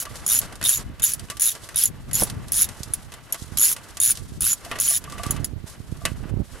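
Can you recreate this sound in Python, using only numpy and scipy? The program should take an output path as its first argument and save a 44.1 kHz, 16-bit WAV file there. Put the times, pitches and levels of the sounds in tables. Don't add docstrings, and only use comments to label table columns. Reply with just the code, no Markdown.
import sys
import numpy as np
from scipy import signal
from scipy.fft import rfft, irfft, next_fast_len
from scipy.io import wavfile

SR = 44100
rng = np.random.default_rng(int(sys.argv[2]) if len(sys.argv) > 2 else 0)


def store_pcm(level_fs):
    pcm = np.round(np.clip(level_fs, -1, 1) * 32767).astype(np.int16)
    wavfile.write(sys.argv[1], SR, np.atleast_2d(pcm).T)


N = 291060

# first and last tooth in seconds, number of teeth, fastest
STROKES = [(0.0009, 0.0237, 4, .15, 0, .27), (0.2637, 0.3887, 14, .61, .76, .63),
           (0.6391, 0.7722, 16, .67, .49, 1.1), (1.0207, 1.1349, 15, .63, .49, 1.71),
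           (1.397, 1.5163, 14, .29, .43, .67), (1.7592, 1.8734, 15, .64, .72, 1.99),
           (2.1316, 2.2517, 14, .59, .6, 1.54), (2.52, 2.6423, 16, .75, .75, 1.14),
           (3.5724, 3.7258, 21, .67, 1.04, .88), (4.0014, 4.1158, 14, .42, .56, 0),
           (4.4071, 4.5294, 15, .8, .81, .71), (4.8001, 4.9719, 23, .36, .37, .27)]
# pitch in Hz, relative level in dB, ring time (seconds to fade by 60 dB).
BAR_MODES = [(689.4, -20.5, 0.1), (1167, -16.5, 0.14), (1550, -12, 0.0055), (1974, -15.5, 0.012),
             (2615, -17.5, 0.019), (2920, -18, 0.02285)]


def amp(db):
    return 10 ** (np.asarray(db) / 20)


def rms_one(x):
    return x / np.sqrt(np.mean(x ** 2) + 1e-20)


def in_time(rows):
    times, *columns = np.transpose(rows)
    return [np.interp(np.arange(N) / SR, times, column) for column in columns]


def colour(x, spectrum):
    hz, db = np.transpose(spectrum)
    size = next_fast_len(N)
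    log_hz = np.log(np.arange(size // 2 + 1) * SR / size + 1)
    gain = amp(np.interp(log_hz, np.log(hz), db, left=-90))
    return irfft(rfft(x, size) * rms_one(gain), size)[..., :N]


def band(x, low_hz, high_hz):
    return signal.sosfilt(signal.butter(2, [low_hz, high_hz], "band", fs=SR, output="sos"), x)


def drift(hz):
    r = np.exp(-2 * np.pi * hz / SR)
    return rms_one(signal.lfilter([1], [1, -2 * r, r * r], rng.standard_normal(N + SR))[SR:])


def ring(push, hz, ring_s):
    r, w = amp(-60 / (ring_s * SR)), 2 * np.pi * hz / SR
    return signal.lfilter([0, np.sin(w)], [1, -2 * r * np.cos(w), r * r], push + 1e-18)


def train(times, db):
    clicks = np.zeros(N)
    np.add.at(clicks, (np.asarray(times) * SR).astype(int), amp(db))
    return clicks


def envelope(clicks, rise_s, fall_s):
    a, b = np.exp(-1 / (rise_s * SR)), np.exp(-1 / (fall_s * SR))
    return signal.lfilter([1 - a], np.convolve([1, -a], [1, -b]), clicks + 1e-18)


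def widen(pair, side_db):
    mid, side = pair
    return mid + amp(side_db) * side * [[1], [-1]]


def stereo_noise(spectrum, side_db):
    return widen(colour(rng.standard_normal((2, N)), spectrum), side_db)


def struck(times, db, modes, scatter_db, detune, rise_s, spread=1, jump=1, bend=0):
    memory = .75
    luck = rng.standard_normal((len(times), len(modes), 4))
    wander = signal.lfilter([np.sqrt(1 - memory ** 2)], [1, -memory], luck[:, :, 1], axis=0)
    offset = detune * wander + np.reshape(bend, (-1, 1))
    last = np.clip(np.searchsorted(times * SR, np.arange(N)) - 1, 0, None)
    age = np.clip(np.arange(N) / SR - times[last], 0, None)
    out = 0
    for k, (hz, mode_db, ring_s) in enumerate(modes):
        blow_db = db + mode_db + scatter_db * luck[:, k, 0]
        gain = amp(blow_db[last] - 60 * age / ring_s) * (1 - np.exp(-age / rise_s))
        cycles = np.cumsum(hz * (1 + offset[last, k])) / SR + jump * luck[last, k, 2]
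        skew = spread * luck[last, k, 3] * [[.5], [-.5]]
        out = out + gain * np.sin(2 * np.pi * cycles + skew)
    return out


def outdoor_air():
    # frequency in Hz, relative level in dB.
    spectrum = [(59, -29), (100, 6), (481, -1), (950, -19), (1150, -4.5), (4200, -10), (10900, -35),
                (13800, -11.5), (16000, -56)]
    return amp(-59) * stereo_noise(spectrum, side_db=0)


def wind():
    # time in seconds, relative level in dB, left minus right in dB.
    gusts = [(0.0, -43, -4.5), (0.86, -39.5, -1.5), (1.61, -46, -4), (1.8, -43, -3), (1.95, -38,-6),
             (2.15, -35.5, 1), (2.26, -31, -12), (2.59, -43, 7.5), (2.9, -41.5, -9), (3.33, -48.5, 2),
             (3.48, -43, -13.5), (3.66, -49.5, -6), (4.35, -40.5, -3.5), (4.39, -42, 0), (4.96, -45.5, -5),
             (5.43, -36.5, -22.5), (5.73, -45.5, -1.5), (6.42, -31.5, -22), (6.44, -41, -9),
             (6.59, -46, -8)]
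    # time in seconds, relative level in dB.
    slaps = [(0.899, -32), (2.805, -29), (2.875, -36), (2.904, -33), (3.42, -28.5), (3.444, -38),
             (3.521, -29), (4.32, -29), (5.266, -22.5), (5.301, -21), (5.325, -24), (5.4, -23),
             (5.429, -27.5), (5.533, -27), (5.641, -28), (5.802, -30.5), (5.923, -22), (6.117, -24),
             (6.205, -30), (6.255, -28), (6.282, -33), (6.339, -19.5), (6.371, -24), (6.401, -20.5),
             (6.417, -22)]
    out = np.zeros((2, N))
    both_db, lean_db = in_time(gusts)
    for port, level_db in enumerate([both_db + lean_db / 2, both_db - lean_db / 2]):
        gust = amp(level_db - 1.5 + 3.2 * drift(16.7) + 2.2 * drift(4))
        low, high = rng.standard_normal((2, N))
        out[port] = gust * rms_one(band(low, 28.8, 126.6))
        out[port] += gust ** 1.39 * amp(5) * rms_one(band(high, 100, 272))
    times, slap_db = np.transpose(slaps)
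    pushes = envelope(train(times, slap_db + 18.5), rise_s=0.0011, fall_s=0.0024)
    return out - band(pushes, 69.7, 460) * amp([[-18], [0]])


def socket():
    # time in seconds, dull level in dB, bright part in dB above that.
    knocks = [(0.053, -32.5, -2), (0.156, -45, 9), (0.166, -52, 8), (0.188, -61, 11), (0.415, -36.5, 7.5),
              (0.525, -63, 22), (0.555, -56.5, 17.5), (0.613, -27, -6), (0.627, -34, 9), (0.997, -35.5, 3),
              (1.195, -39.5, 6), (1.2855, -41, -14), (1.3, -26, 0), (1.369, -38, 5), (1.551, -38, 0),
              (1.689, -35, 0), (1.744, -39, 3), (2.112, -37.5, 2.5), (2.299, -37.5, 8),
              (2.482, -55.5, 15.5), (2.689, -39.5, 7.5), (2.832, -50, 22), (3.12, -37, -3),
              (3.139, -40.5, 5), (3.344, -32.5, 2), (3.4785, -58, 5), (3.572, -34.5, 14), (3.764, -33.5, 0),
              (3.97, -34, 6), (4.153, -50, 13), (4.172, -40.5, 7), (4.649, -43, 5), (4.714, -19, -15.5),
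              (4.756, -27, -18), (4.787, -28.5, 1), (5.04, -37.5, 1), (5.098, -39, -4), (5.122, -38, 2),
              (5.181, -30, -12), (5.234, -27.5, -1), (5.264, -43.5, 12), (5.364, -33.5, -6.5),
              (6.053, -13.5, -3)]
    # time in seconds, dull and bright relative levels in dB.
    rubbing = [(0.0, -45.5, -52.5), (0.26, -40, -57), (1.08, -48.5, -66), (1.21, -48.5, -57),
               (2.13, -48, -64), (2.22, -33, -40), (2.37, -45.5, -61), (2.68, -41.5, -50.5),
               (3.1, -48.5, -60.5), (3.65, -43, -56.5), (4.46, -51.5, -56.5), (4.75, -36, -50.5),
               (4.84, -48.5, -63), (5.32, -36.5, -50), (5.53, -52, -69), (6.04, -46.5, -56.5),
               (6.06, -48, -51), (6.18, -48.5, -57.5), (6.35, -53.5, -67.5), (6.59, -46.5, -54)]
    # frequency in Hz, relative level in dB.
    bright_spectrum = [(1800, -23), (3200, 2.5), (5000, 4), (8500, 4), (11500, 3), (13500, -11),
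                       (15500, -16.5)]
    times, dull_db, bright_db = np.transpose(knocks)
    rub_db, hiss_db = in_time(rubbing)
    slide_bright, slide_dull = skin_slides()
    grit = widen(rng.standard_normal((2, N)), side_db=-11.5)
    knock = grit * envelope(train(times, dull_db - 1.5), rise_s=0.0002, fall_s=0.013)
    rub = grit * (amp(rub_db - 1) + slide_dull) * amp(2.4 * drift(18))
    clean_blows = train(times, dull_db + 7)
    bar = 0
    for hz, db, ring_s in BAR_MODES:
        bar += amp(db) / np.sqrt(ring_s * SR) * ring(5.65 * knock + 2.26 * rub, hz, ring_s)
        bar += amp(db) * ring(clean_blows, hz, min(ring_s, .04))
    dull = band(knock, 1200, 2500) + 1.69 * band(rub, 124, 1590)
    crack = envelope(train(times, dull_db + bright_db), rise_s=0.00023, fall_s=0.0052)
    hiss = (amp(hiss_db + 2.5) + slide_bright) * amp(2.97 * drift(27))
    return bar + dull + (crack + hiss) * stereo_noise(bright_spectrum, side_db=-5)


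def teeth():
    # time in seconds,
    # level in dB, then the handle and the head's lower modes in dB above that level.
    stroke_rings = [
        [(0.003, -23, -8.5, -3), (0.021, -55, -24, -10), (0.028, -30, -21, -14)],
        [(0.267, -18.5, -14, -3), (0.345, -14, -13.5, -0.5), (0.355, -18.5, -0.5, -2), (0.383, -19, -10, -3),
         (0.393, -10.5, -23, -7)],
        [(0.642, -19, -12, -2), (0.702, -16, -13, -0.5), (0.722, -21.5, -14, -9), (0.754, -20.5, 1.5, -21),
         (0.776, -28.5, -2.5, -13)],
        [(1.024, -26, -7, 5), (1.042, -7, -15, -20), (1.064, -30.5, 3.5, -18), (1.11, -34, -17, -7),
         (1.139, -16.5, -15, -11)],
        [(1.4, -19, -15, -1), (1.426, -14, -10.5, -2), (1.444, -23, 0, -9), (1.468, -15.5, -15.5, -2),
         (1.52, -31, -7.5, -12)],
        [(1.762, -18, -26, 3), (1.786, -20.5, -11, 5), (1.798, -24.5, -16, 2), (1.862, -24, -12, -37),
         (1.877, -34, -9, -10)],
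        [(2.135, -20, -10, -2.5), (2.153, -15.5, -7.5, -6), (2.173, -30.5, -6, -7), (2.239, -13, -25, 4),
         (2.256, -60, -12, -17)],
        [(2.523, -14.5, -15, -1.5), (2.527, -27.5, -6, 8.5), (2.609, -19, -20, 0.5), (2.623, -12, -10.5, -10),
         (2.646, -24, -18, -16)],
        [(3.59, -18, -13, -2.5), (3.636, -12.5, -4, -10), (3.704, -24.5, -18, -4), (3.73, -16, -22, -0.5)],
        [(4.018, -16.5, -14, -1), (4.05, -13.5, -17, -1.5), (4.08, -19.5, -7.5, -9), (4.112, -18, -15, 5.5),
         (4.12, -17, -4, -0.5)],
        [(4.41, -16.5, -22, -2.5), (4.428, -18.5, -19, 0), (4.48, -18.5, -22, -4), (4.502, -24.5, 4.5, -23),
         (4.533, -17, -10, -16)],
        [(4.803, -15, -8.5, -10), (4.835, -26, -16, -9), (4.847, -25.5, 5.5, -28), (4.891, -21, -19, 11),
         (4.976, -22.5, -10.5, -13)],
    ]
    lone_teeth = [(2.936, -16.5, -29, -1), (3.324, -17.5, -12.5, -12), (5.3076, -15.5, -8.5, -3.5),
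                  (5.4443, -19.5, -7.5, -3.5)]
    # time in seconds, change in dB.
    odd_teeth = [(0.692, 6.5), (1.0385, -2.5), (1.419, 4), (1.489, 3.5), (1.8361, 13), (1.8554, 9.5),
                 (4.106, 3.5), (4.1153, 2.5), (4.8942, -5)]
    jitter_s, scatter_db = 0.000312, 0.5
    rows = [np.array(lone_teeth)]
    for (first_s, last_s, count, fastest, early, late), curve in zip(STROKES, stroke_rings):
        progress = np.linspace(0, 1, count - 1)
        starting = np.clip(1 - progress / fastest, 0, 1)
        stopping = np.clip((progress - fastest) / (1 - fastest), 0, 1)
        gaps = 1 + early * starting ** 3 + late * stopping ** 3
        luck = rng.standard_normal((count, 2))
        times = first_s + (last_s - first_s) * np.cumsum([0, *gaps]) / gaps.sum() + jitter_s * luck[:, 0]
        at_s, *columns = np.transpose(curve)
        db, handle_db, lower_db = (np.interp(times + .003, at_s, c) for c in columns)
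        rows.append(np.c_[np.abs(times), db + scatter_db * luck[:, 1], handle_db, lower_db])
    rows = np.vstack(rows)
    for at_s, change_db in odd_teeth:
        nearest = np.argmin(np.abs(rows[:, 0] - at_s))
        rows[nearest, :2] = at_s, rows[nearest, 1] + change_db
    return rows[np.argsort(rows[:, 0])].T


def pitch_climb(times):
    begin, rise, out = .45, .09, 0
    for first_s, last_s, *_ in STROKES:
        progress = (times - first_s) / (last_s - first_s)
        out += rise * np.clip((progress - begin) / (1 - begin), 0, 1) * (times < last_s - .01)
    return out


def pawl():
    # pitch in Hz, relative level in dB, ring time in seconds.
    top_head = [(15550, -14.5, .02), (15300, -14, .02)]
    upper_head = [(11120, 3.5, 0.024), (12000, -4.5, 0.017)]
    lower_head = [(8830, -5.5, 0.0089), (9876, 0, 0.027)]
    handle_modes = [(6928, 3.5, 0.045)]
    pawl_modes = [(1522, -27.5, 0.011), (3330, -26, 0.015), (6010, -18, 0.0095)]
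    # frequency in Hz, relative level in dB.
    snap_spectrum = [(900, -20), (2500, -7), (4900, -3.5), (6400, 2), (8700, -2.5), (11500, 9),
                     (13300, -13.5), (15800, 2.5)]
    times, db, handle_db, lower_db = teeth()
    energy_left = np.clip(1 - amp(2 * lower_db) - amp(2 * handle_db), .1, 1)
    even_db = .3 * db
    upper = struck(times, db + 10 * np.log10(energy_left) + 7.5, upper_head,
                   scatter_db=1, detune=.013, rise_s=.00084, jump=.57)
    top = struck(times, db + 6, top_head, scatter_db=4, detune=.006, rise_s=.0005, spread=2.9)
    lower = struck(times, db + lower_db + 6.5, lower_head,
                   scatter_db=2, detune=.015, rise_s=.0007, bend=pitch_climb(times))
    handle = struck(times, db + handle_db + 4, handle_modes,
                    scatter_db=4.5, detune=.0033, rise_s=.00031, jump=.17)
    catch = struck(times, even_db, pawl_modes, scatter_db=5, detune=.11, rise_s=.0003)
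    steel = upper + lower + (handle + top) * amp([[-1.2], [1.2]]) + catch + handle_swells()
    snap = envelope(train(times, even_db - 15), rise_s=0.0036, fall_s=0.0064)
    tick = envelope(train(times, even_db - 17.5), rise_s=0.0001, fall_s=0.00026)
    return steel + (snap + tick) * stereo_noise(snap_spectrum, side_db=-11.5)


def bar_taps():
    # time in seconds, second mode's level in dB, lowest mode's offset in dB.
    taps = [(0.068, -32.5, -14), (4.6639, -42.5, 7), (4.7235, -27, -14), (4.9107, -36.5, -2),
            (5.0766, -33, -15), (5.1267, -32.5, -20), (5.1548, -35, -18), (5.1968, -29.5, -5.5),
            (5.2381, -35, -3), (5.2596, -26.5, -21), (5.3063, -32, -11), (5.3623, -35, -7),
            (6.0165, -39, -2.5)]
    times, second_db, offset_db = np.transpose(taps)
    signs = rng.choice([-1, 1], N)
    out = 0
    for db, (hz, _, ring_s) in zip([second_db + offset_db + 3.5, second_db], BAR_MODES):
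        out += ring(signs * train(times, db), hz, 0.66 * ring_s)
    return band(out, 270, 2300)


def skin_slides():
    # start and length in seconds, bright and dull levels in dB, total fade in dB.
    slides = [(0.135, 0.056, -47, -64, 7), (0.418, 0.049, -39, -39, 5), (0.767, 0.072, -47, -39, 5),
              (1.497, 0.25, -44.5, -51, 20), (1.302, 0.033, -35, -43, 11), (3.326, 0.046, -46, -43, 9),
              (3.368, 0.23, -50.5, -76, 9), (4.131, 0.097, -46.5, -70, 15), (5.657, 0.106, -48, -43, 10),
              (6.227, 0.085, -58, -45, -4.5)]
    edge_s = 0.014
    t, out = np.arange(N) / SR, 0
    for start_s, length_s, bright_db, dull_db, fade_db in slides:
        age = t - start_s
        edges = np.clip(age / edge_s, 0, 1) * np.clip((length_s - age) / edge_s, 0, 1)
        out += edges * amp([[bright_db], [dull_db]] - fade_db * np.clip(age / length_s, 0, 1))
    return out


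def handle_swells():
    # time of its peak in seconds, level in dB.
    swells = [(0.315, -30.5), (0.66, -22), (0.739, -34.5), (1.036, -34), (1.487, -30.5), (1.77, -31.5),
              (2.597, -39), (2.641, -37.5), (3.632, -35), (4.023, -36), (4.442, -38), (4.953, -32.5)]
    half_length_s = .013
    t = np.arange(N) / SR
    shape = sum(amp(db) * np.exp(-((t - peak_s) / half_length_s) ** 2) for peak_s, db in swells)
    rough_tone = rms_one(ring(rng.standard_normal((2, N)), hz=3690, ring_s=.025))
    return shape * widen(rough_tone, side_db=-8)


def bodywork_thump():
    start_s, fall_s = 2.2205, 0.0098
    age = np.clip(np.arange(N) / SR - start_s, 0, None)
    hz = (130 + 900 * np.exp(-age / 0.0064)) * (1 + 0.1289 * drift(167.7))
    tone = np.sin(2 * np.pi * np.cumsum(hz) / SR)
    rattle = 0.86 * rms_one(band(rng.standard_normal(N), 136, 770))
    return amp(-19.5) * (age > 0) * np.exp(-age / fall_s) * (tone + rattle)


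def scene():
    wrench = pawl() + socket() + bar_taps() + bodywork_thump() * amp([[-3], [3]])
    return wrench * amp([[-.3], [.3]]) + outdoor_air() + wind()


def record(dry):
    ceiling, stop_hz = .95, 16480
    rounded = ceiling * np.tanh(dry / ceiling)
    return signal.sosfilt(signal.cheby2(12, 60, stop_hz, fs=SR, output="sos"), rounded)


dry = scene()
out = record(dry)
store_pcm(out)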